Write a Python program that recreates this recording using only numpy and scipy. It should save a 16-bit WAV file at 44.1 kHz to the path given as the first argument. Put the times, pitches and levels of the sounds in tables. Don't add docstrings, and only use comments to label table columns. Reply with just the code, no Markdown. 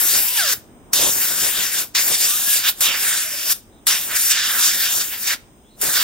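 import sys
import numpy as np
from scipy import signal
from scipy.fft import rfft, irfft, next_fast_len
from scipy.io import wavfile

SR = 44100
rng = np.random.default_rng(int(sys.argv[2]) if len(sys.argv) > 2 else 0)


def how_loud(loudness_db):
    steps = np.asarray(loudness_db, float) / 20
    return 10 ** steps


def to_wav(sig):
    pcm = np.clip(np.atleast_2d(sig), -1, 1) * 32767
    pcm = np.round(pcm).astype(np.int16)
    wavfile.write(sys.argv[1], SR, pcm.T)


N = 265923
SIZE = next_fast_len(N)
HZ = np.maximum(np.arange(SIZE // 2 + 1) * SR / SIZE, 1.0)
TIME = np.arange(N) / SR
CONTROL_STEP = 64


def rms_one(x):
    return x / np.sqrt(np.mean(x ** 2) + 1e-20)


def in_time(rows, off=None):
    s, *columns = np.transpose(rows)
    return [np.interp(TIME, s, c, left=off, right=off) for c in columns]


def at_hz(points, hz):
    p = np.array(points, float)
    return np.interp(np.log(hz), np.log(np.maximum(p[:, 0], 1.0)), p[:, 1])


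def white():
    return rfft(rng.standard_normal(SIZE))


def drift(rate_hz):
    r = np.exp(-80 * np.pi * rate_hz / SR)
    noise = rng.standard_normal(N // 40 + 2002)
    slow = signal.lfilter([1], [1, -2 * r, r * r], noise)[2000:]
    return np.interp(np.arange(N) / 40, np.arange(len(slow)), rms_one(slow))


def humps(s, half_s):
    coarse_s = np.arange(N // CONTROL_STEP + 2) * CONTROL_STEP / SR
    distance = (coarse_s - s[:, None]) / np.maximum(half_s[:, None], .005)
    return np.exp(-.5 * distance ** 2)


def full(coarse):
    return np.interp(np.arange(N) / CONTROL_STEP, np.arange(len(coarse)), coarse)


JET_CENTRES_HZ = [1700, 3600, 6800, 12500]
FREE_JET_DB = [-12.5, -10, -1.9, 1]
# pitch_hz, level_db (per Hz)
JET_COLOUR = [(290, -25), (500, -20.5), (1040, -11), (1590, 0), (2100, -5.5), (3110, -3), (3660, 0.5),
              (4230, -1.5), (5430, 5.5), (7380, 6.5), (7940, 10), (10200, 4.5), (13400, 9), (15800, 6.5),
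              (16500, -51.5)]
# pitch_hz, shared_part (0-1)
PORT_LIKENESS = [(500, .7), (1400, .82), (2100, .95), (2600, .65), (3700, .8), (6000, .7), (12000, .68),
                 (15500, .55)]


def jet(patchy_db=1.29, flutter_db=0.74):
    flow_db = flow()
    ports = at_ports(white() * how_loud(at_hz(JET_COLOUR, HZ)), at_hz(PORT_LIKENESS, HZ))
    power = np.mean(np.abs(ports) ** 2, axis=0) * 2 / SIZE ** 2
    edges_hz = [1100, 2600, 4800, 9500, 16000]
    part_db = [10 * np.log10(power[(HZ > a) & (HZ < b)].sum()) for a, b in zip(edges_hz, edges_hz[1:])]
    out, together, last = 0, drift(25.0), drift(9.0)
    third = np.minimum(np.log2(HZ) * 3, 42)
    for k in range(27, 43):
        hz = np.clip(2 ** (k / 3), JET_CENTRES_HZ[0], 16000)
        free_db = at_hz(list(zip(JET_CENTRES_HZ, FREE_JET_DB)), hz)
        raw_db = at_hz(list(zip(JET_CENTRES_HZ, part_db)), hz)
        level_db = flow_db + strikes(hz, free_db) - raw_db
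        own = drift(4.4)
        flicker_db = patchy_db * (own + 1.2 * last) + flutter_db * together
        mask = np.sqrt(np.clip(1 - np.abs(third - k), 0, 1))
        out = out + how_loud(level_db + flicker_db) * irfft(ports * mask, SIZE)[:, :N]
        last = own
    return out


# time_s, level_db
FLOW = [
    [(-0.001, -22.5), (0.137, -23), (0.184, -22), (0.351, -28.5), (0.458, -27), (0.535, -23)],
    [(0.94, -20), (1.066, -25), (1.125, -23), (1.237, -24.5), (1.4, -23.5), (1.448, -23.5), (1.615, -26.5),
     (1.721, -28.0), (1.8, -25)],
    [(1.961, -26.5), (2.081, -21.5), (2.172, -31), (2.213, -24), (2.327, -26), (2.399, -25), (2.482, -24.5),
     (2.629, -36.5), (2.69, -20)],
    [(2.815, -17), (2.904, -29), (2.96, -28.5), (3.048, -22), (3.195, -27), (3.28, -31.5), (3.31, -31.5),
     (3.452, -30), (3.515, -20.5)],
    [(3.879, -23.5), (3.987, -29), (4.116, -31), (4.163, -29), (4.267, -25.5), (4.41, -39.5),
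     (4.469, -31.5)],
    [(4.599, -25.5), (4.721, -27.5), (4.812, -21), (4.887, -31.5), (4.96, -23.5), (5.065, -32),
     (5.177, -35), (5.268, -31), (5.33, -32.5)],
    [(5.829, -24.5), (5.955, -22), (6.019, -28.5)],
]


def flow():
    points = sorted(tuple(row) for sweep in FLOW for row in sweep)
    return in_time(points)[0] + valve()


# opens_s, held_back_before_db, creep_before_db_per_s, released_s, closing_db_per_s
TRIGGER = [
    (-.2, -12, 1000, .534, 1200),
    (.933, -12, 2500, 1.815, 330),
    (1.95, -12, 2500, 2.697, 650),
    (2.807, -19, 200, 3.524, 1100),
    (3.869, -14, 2500, 5.335, 560),
    (5.814, -12, 600, 6.5, 500),
]
RUSH_DB = [
    0,
    6.5,
    3,
    0.5,
    8,
    1,
]


def valve(rise_s=0.0017, rush_s=0.0083, bleed_db=-11, bleed_db_per_s=306):
    pulls = []
    for (s, held_db, creep, end, closing), rush_db in zip(TRIGGER, RUSH_DB):
        since, after = TIME - s, np.maximum(TIME - end, 0)
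        opening = np.interp(since, [-1, -rise_s, 0], [held_db - creep, held_db, rush_db])
        spent = np.where(since > 0, rush_db * (1 - np.exp(-np.abs(since) / rush_s)), 0)
        release = np.maximum(-closing * after, bleed_db - bleed_db_per_s * after)
        pulls.append(opening - spent + release)
    return np.max(pulls, axis=0)


# time_s, half_length_s, level_db (over the flow), colour_octaves (over 1 kHz)
STRIKES = [(0.152, 0.037, -2.5, 2.44), (0.394, 0.019, -1, 2.1), (0.447, 0.064, -1.5, 2),
           (0.988, 0.022, -3.3, 2.33), (1.05, 0.029, 3.9, 2.62), (1.248, 0.025, -4, 2.5),
           (1.454, 0.03, 0.5, 2.87), (1.595, 0.038, -0.5, 2.83), (1.754, 0.12, -10, 1.6),
           (1.972, 0.024, 7.5, 2.25), (2.143, 0.015, 8, 2.8), (2.245, 0.053, 2.2, 3.03),
           (2.574, 0.043, 10.5, 3), (2.64, 0.021, 5, 1.5), (2.866, 0.018, 3.5, 2.6), (2.926, 0.03, 4, 1.2),
           (3.15, 0.13, -4.5, 1.8), (3.46, 0.063, -4.5, 2.8), (3.929, 0.023, 3.5, 1.82),
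           (4.135, 0.022, 4, 0.4), (4.228, 0.044, 4, 3.08), (4.317, 0.011, 12, 2.75),
           (4.404, 0.036, 12.5, 1.95), (4.517, 0.037, 0.6, 1.27), (4.658, 0.049, 7, 2.86),
           (4.888, 0.029, 2.5, 2.03), (5.013, 0.0078, 1.5, 2.54), (5.152, 0.022, -1.5, 1.7),
           (5.327, 0.03, 7, 1.8), (6.01, 0.03, 5.5, 2.31)]
# time_s, level_db (over the flow)
FLICKS = [
    (.29, -6),
    (1.79, -1.5),
    (1.99, -7),
    (2.57, 11.5),
    (3.885, 3.5),
    (4.165, 8.5),
    (4.82, -12),
    (5.14, -7),
    (5.28, 6),
]
STRIKE_FALL_DB = (3.5, 2)


def strikes(hz, free_db, flick_half_s=0.0062, flick_octave=2.92, top_hz=8800, top_db=2.5):
    flicks = [(s, flick_half_s, db, flick_octave) for s, db in FLICKS]
    s, half_s, db, octave = np.transpose(list(STRIKES) + flicks)
    off = np.log2(hz / 1000) - octave
    fall_db = np.where(off < 0, *STRIKE_FALL_DB) * off ** 2
    fall_db = fall_db + top_db / (1 + (top_hz / hz) ** 12)
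    struck = how_loud(db - fall_db) ** 2 @ humps(s, half_s)
    return full(10 * np.log10(how_loud(free_db) ** 2 + struck))


def off_the_case(x, share=0.24, lag_s=0.000437, wander=0.28):
    both = drift(2.3)
    lags = [lag_s * SR * np.exp(wander * both + 0.068 * drift(6.9)) for side in range(2)]
    bounced = [np.interp(np.arange(N) - lag, np.arange(N), v) for v, lag in zip(x, lags)]
    return (x + share * np.array(bounced)) / np.sqrt(1 + share ** 2)


# pitch_hz, left_leads_radians
PORT_PHASE = [(700, 0), (1500, .4), (2250, -.2), (2950, 1.0), (3950, .35), (4700, 1.4), (5350, .8),
              (6050, 1.9), (7300, 1.3), (8450, 2.1), (9200, 1.7), (9800, 2.4), (10500, 1.5), (15000, 1.9)]
# pitch_hz, left_minus_right_db
PORT_BALANCE = [(500, 1), (1200, -3), (2100, -.3), (2600, -6.5), (3400, 0), (4300, -2.5), (5150, 1),
                (5700, -1.5), (7200, 3), (7900, 1.3), (11300, 5.8), (12200, 3.2), (12900, 4), (14500, -.4)]


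def at_ports(shared, alike):
    alike = np.clip(alike, 0, 1)
    turn = np.exp(.5j * at_hz(PORT_PHASE, HZ)) * how_loud(at_hz(PORT_BALANCE, HZ) / 2)
    own = []
    for side in range(2):
        echo = np.abs(shared) * np.exp(2j * np.pi * rng.random(len(HZ)))
        own.append(np.sqrt(alike) * shared + np.sqrt(1 - alike) * echo)
    return np.array([own[0] * turn, own[1] / turn])


# time_s, blade_rate_hz, level_db, overtones_db (relative)
FAN = [
    (.19, 690, -56, -12),
    (.21, 755, -47, -12),
    (.276, 950, -45, -14),
    (.326, 1006, -50, -10),
    (.372, 935, -41, 3),
    (.41, 760, -39, 6),
    (.46, 590, -38, 1),
    (.51, 490, -44, 0),
    (.555, 400, -52, -4),
]
# pitch_hz, width_hz, lift_db
GRILLE = (1650, 480, 17)
# start_s, length_s, from_hz, to_hz, level_db
WHISTLES = [
    (1.629, .07, 1060, 1204, -46),
    (2.279, 0.093, 1100, 1280, -38.5),
    (2.461, 0.11, 1660, 1670, -34.5),
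    (3.235, 0.069, 650, 630, -47.5),
    (3.324, 0.035, 600, 570, -44),
    (3.372, 0.098, 610, 623, -49.5),
    (3.439, 0.058, 630, 650, -47),
]
# start_s, length_s, from_hz, to_hz,
# level_db
BREATHY_TONES = [
    (3.71, 0.1, 3800, 3690, -62.5),
    (5.64, .07, 3300, 3600, -62.5),
    (5.69, 0.082, 3950, 3950, -60),
    (4.2, 0.022, 3600, 6900, -61.5),
]


def whines(overtone_loss_db=3):
    hz, level_db, over_db = in_time(FAN, off=-120)
    centre, width, lift_db = GRILLE
    out = tone(hz, level_db, waver=0.0055)
    for k in range(2, 6):
        lift = lift_db / (1 + (2 * (hz * k - centre) / width) ** 2)
        out = out + tone(hz * k, level_db + over_db + lift - overtone_loss_db * k, waver=.004)
    out = out + sum(tone(*glide(*w), waver=.005) for w in WHISTLES)
    out = out + sum(tone(*glide(*w), waver=.05, rate_hz=300.0) for w in BREATHY_TONES)
    return irfft(at_ports(rfft(out, SIZE), 1.0), SIZE)[:, :N]


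def tone(hz, level_db, waver, rate_hz=34.0):
    gain = np.sqrt(2) * how_loud(level_db + 1.1 * drift(22.0))
    phase = 2 * np.pi * np.cumsum(hz * (1 + waver * drift(rate_hz))) / SR
    return gain * np.sin(phase)


def glide(s, length, from_hz, to_hz, db, fade_db_per_s=894):
    edge = np.minimum(TIME - s, s + length - TIME)
    hz = np.interp(TIME, [s, s + length], [from_hz, to_hz])
    return hz, db + fade_db_per_s * np.minimum(edge - .015, 0)


# pitch_hz, level_db (per Hz)
GUST_COLOUR = [(22, -33), (38, -7), (130, -3), (300, -1), (550, -0.5), (1000, -5), (1500, -11), (2600, -45),
               (5000, -74)]


def gusts(lumpy_db=3.0):
    opposed = .3 - .45 * HZ ** 2 / (HZ ** 2 + 300 ** 2)
    left, right = white(), white()
    mixed = np.array([left - opposed * right, right - opposed * left])
    pair = irfft(mixed * how_loud(at_hz(GUST_COLOUR, HZ)), SIZE)[:, :N]
    lumps = how_loud(lumpy_db * np.array([drift(31.0), drift(22.5)]))
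    return rms_one(pair) * buffeting() * lumps


# time_s, half_length_s, level_db
PUFFS = [(0.047, 0.019, -40), (0.167, 0.02, -35), (0.44, 0.028, -50), (1.047, 0.044, -28.5),
         (1.14, 0.065, -42), (1.307, 0.063, -39), (1.453, 0.018, -32.5), (1.59, 0.031, -36.5),
         (1.8, 0.026, -39), (1.99, 0.017, -40.5), (2.107, 0.03, -36), (2.234, 0.02, -37.5),
         (2.573, 0.016, -37), (2.713, 0.074, -55), (2.88, 0.04, -40.5), (3.038, 0.019, -43),
         (3.46, 0.051, -51), (3.928, 0.043, -52), (4.08, 0.042, -44.5), (4.464, 0.07, -55),
         (4.68, 0.015, -41), (4.98, 0.013, -37), (5.343, 0.012, -48), (5.86, 0.026, -34), (6, 0.062, -38.5)]


def buffeting(draught_db=-21):
    s, half_s, db = np.transpose(PUFFS)
    puffs = full(how_loud(db) ** 2 @ humps(s, half_s))
    return np.sqrt(how_loud(flow() + draught_db) ** 2 + puffs)


def walls(x, t60_s=0.32, echo_db=-16.5, cut_hz=4000):
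    tail = rng.standard_normal((2, N)) * how_loud(-60 * TIME / t60_s)
    tail = tail / np.sqrt(np.sum(tail ** 2, axis=1, keepdims=True))
    size = next_fast_len(2 * N)
    dull = 1 / (1 + 1j * np.arange(size // 2 + 1) * SR / size / cut_hz)
    return how_loud(echo_db) * irfft(rfft(x, size) * rfft(tail, size) * dull, size)[:, :N]


# pitch_hz, level_db (per Hz)
ROOM = [(18, -43), (30, -1.5), (65, -4), (123, -3.5), (156, -10), (221, -3.5), (398, -8.5), (505, -12.5),
        (742, -14.5), (2400, -28), (3120, -75), (5280, -120)]
# pitch_hz, likeness (-1 to 1)
ROOM_LIKENESS = [(60, 0.56), (130, 0.75), (290, 0.96), (640, 0.72), (1410, -0.029), (3100, 0.069),
                 (6820, -0.3), (15000, -0.33)]
# time_s, level_db
ROOM_SWELL = [(0, -3.5), (.8, 3.5), (1.9, -1), (3.6, -2.5), (3.73, 1.5), (3.85, -0.5), (5.5, 0), (6.03, -6)]
# pitch_hz, width_hz, level_db
LEAK = [(3100, 1700, -65.5), (5090, 260, -72.5), (6200, 800, -79), (6760, 2000, -69), (8450, 740, -62),
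        (9650, 730, -74), (12200, 500, -78), (15100, 1500, -65)]


def room(room_db=-49.5):
    alike = np.clip(at_hz(ROOM_LIKENESS, HZ), -1, 1)
    mid, side = white() * np.sqrt(1 + alike), white() * np.sqrt(1 - alike)
    pair = np.array([mid + side, mid - side])
    rumble = rms_one(irfft(how_loud(at_hz(ROOM, HZ)) * pair, SIZE)[:, :N])
    bands = 0
    for hz, width, db in LEAK:
        gain = how_loud(db) * np.sqrt(SR / 2 / width / SIZE)
        bands = bands + gain / (1 + (2 * (HZ - hz) / width) ** 4)
    leak = irfft(np.array([white(), white()]) * bands * np.sqrt(SIZE), SIZE)[:, :N]
    swell_db, = in_time(ROOM_SWELL)
    return how_loud(room_db + swell_db + 0.43 * drift(20.0)) * rumble + leak


# time_s, left_minus_right_db
PAN = [(0.0, 6), (0.89, 4.5), (1.48, 7), (2.94, 4), (3.53, 5.5), (3.78, 5.5), (4.62, 4), (5.0, 5.5),
       (6.03, 4.5)]


def scene():
    pan_db, = in_time(PAN)
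    swing = how_loud(np.outer([.5, -.5], pan_db - pan_db.mean()))
    near = (off_the_case(jet()) + whines()) * swing
    return near + walls(near) + gusts() + room()


def low_pass(x):
    return signal.sosfilt(signal.butter(12, 17010, fs=SR, output="sos"), x)


# pitch_hz, half_width_hz, floor_db
NOTCH = (7885, 95, -21)


def record(dry, cutoff_hz=15900):
    hz, width, floor_db = NOTCH
    away = (HZ - hz) ** 2
    notch = np.sqrt((away + (how_loud(floor_db) * width) ** 2) / (away + width ** 2))
    shape = notch / np.sqrt(1 + (HZ / cutoff_hz) ** 200)
    rounded = 1.1 * np.tanh(dry / 1.1)
    mix = irfft(rfft(rounded, SIZE) * shape, SIZE)[:, :N]
    return low_pass(mix)


dry = scene()
out = record(dry)
to_wav(out)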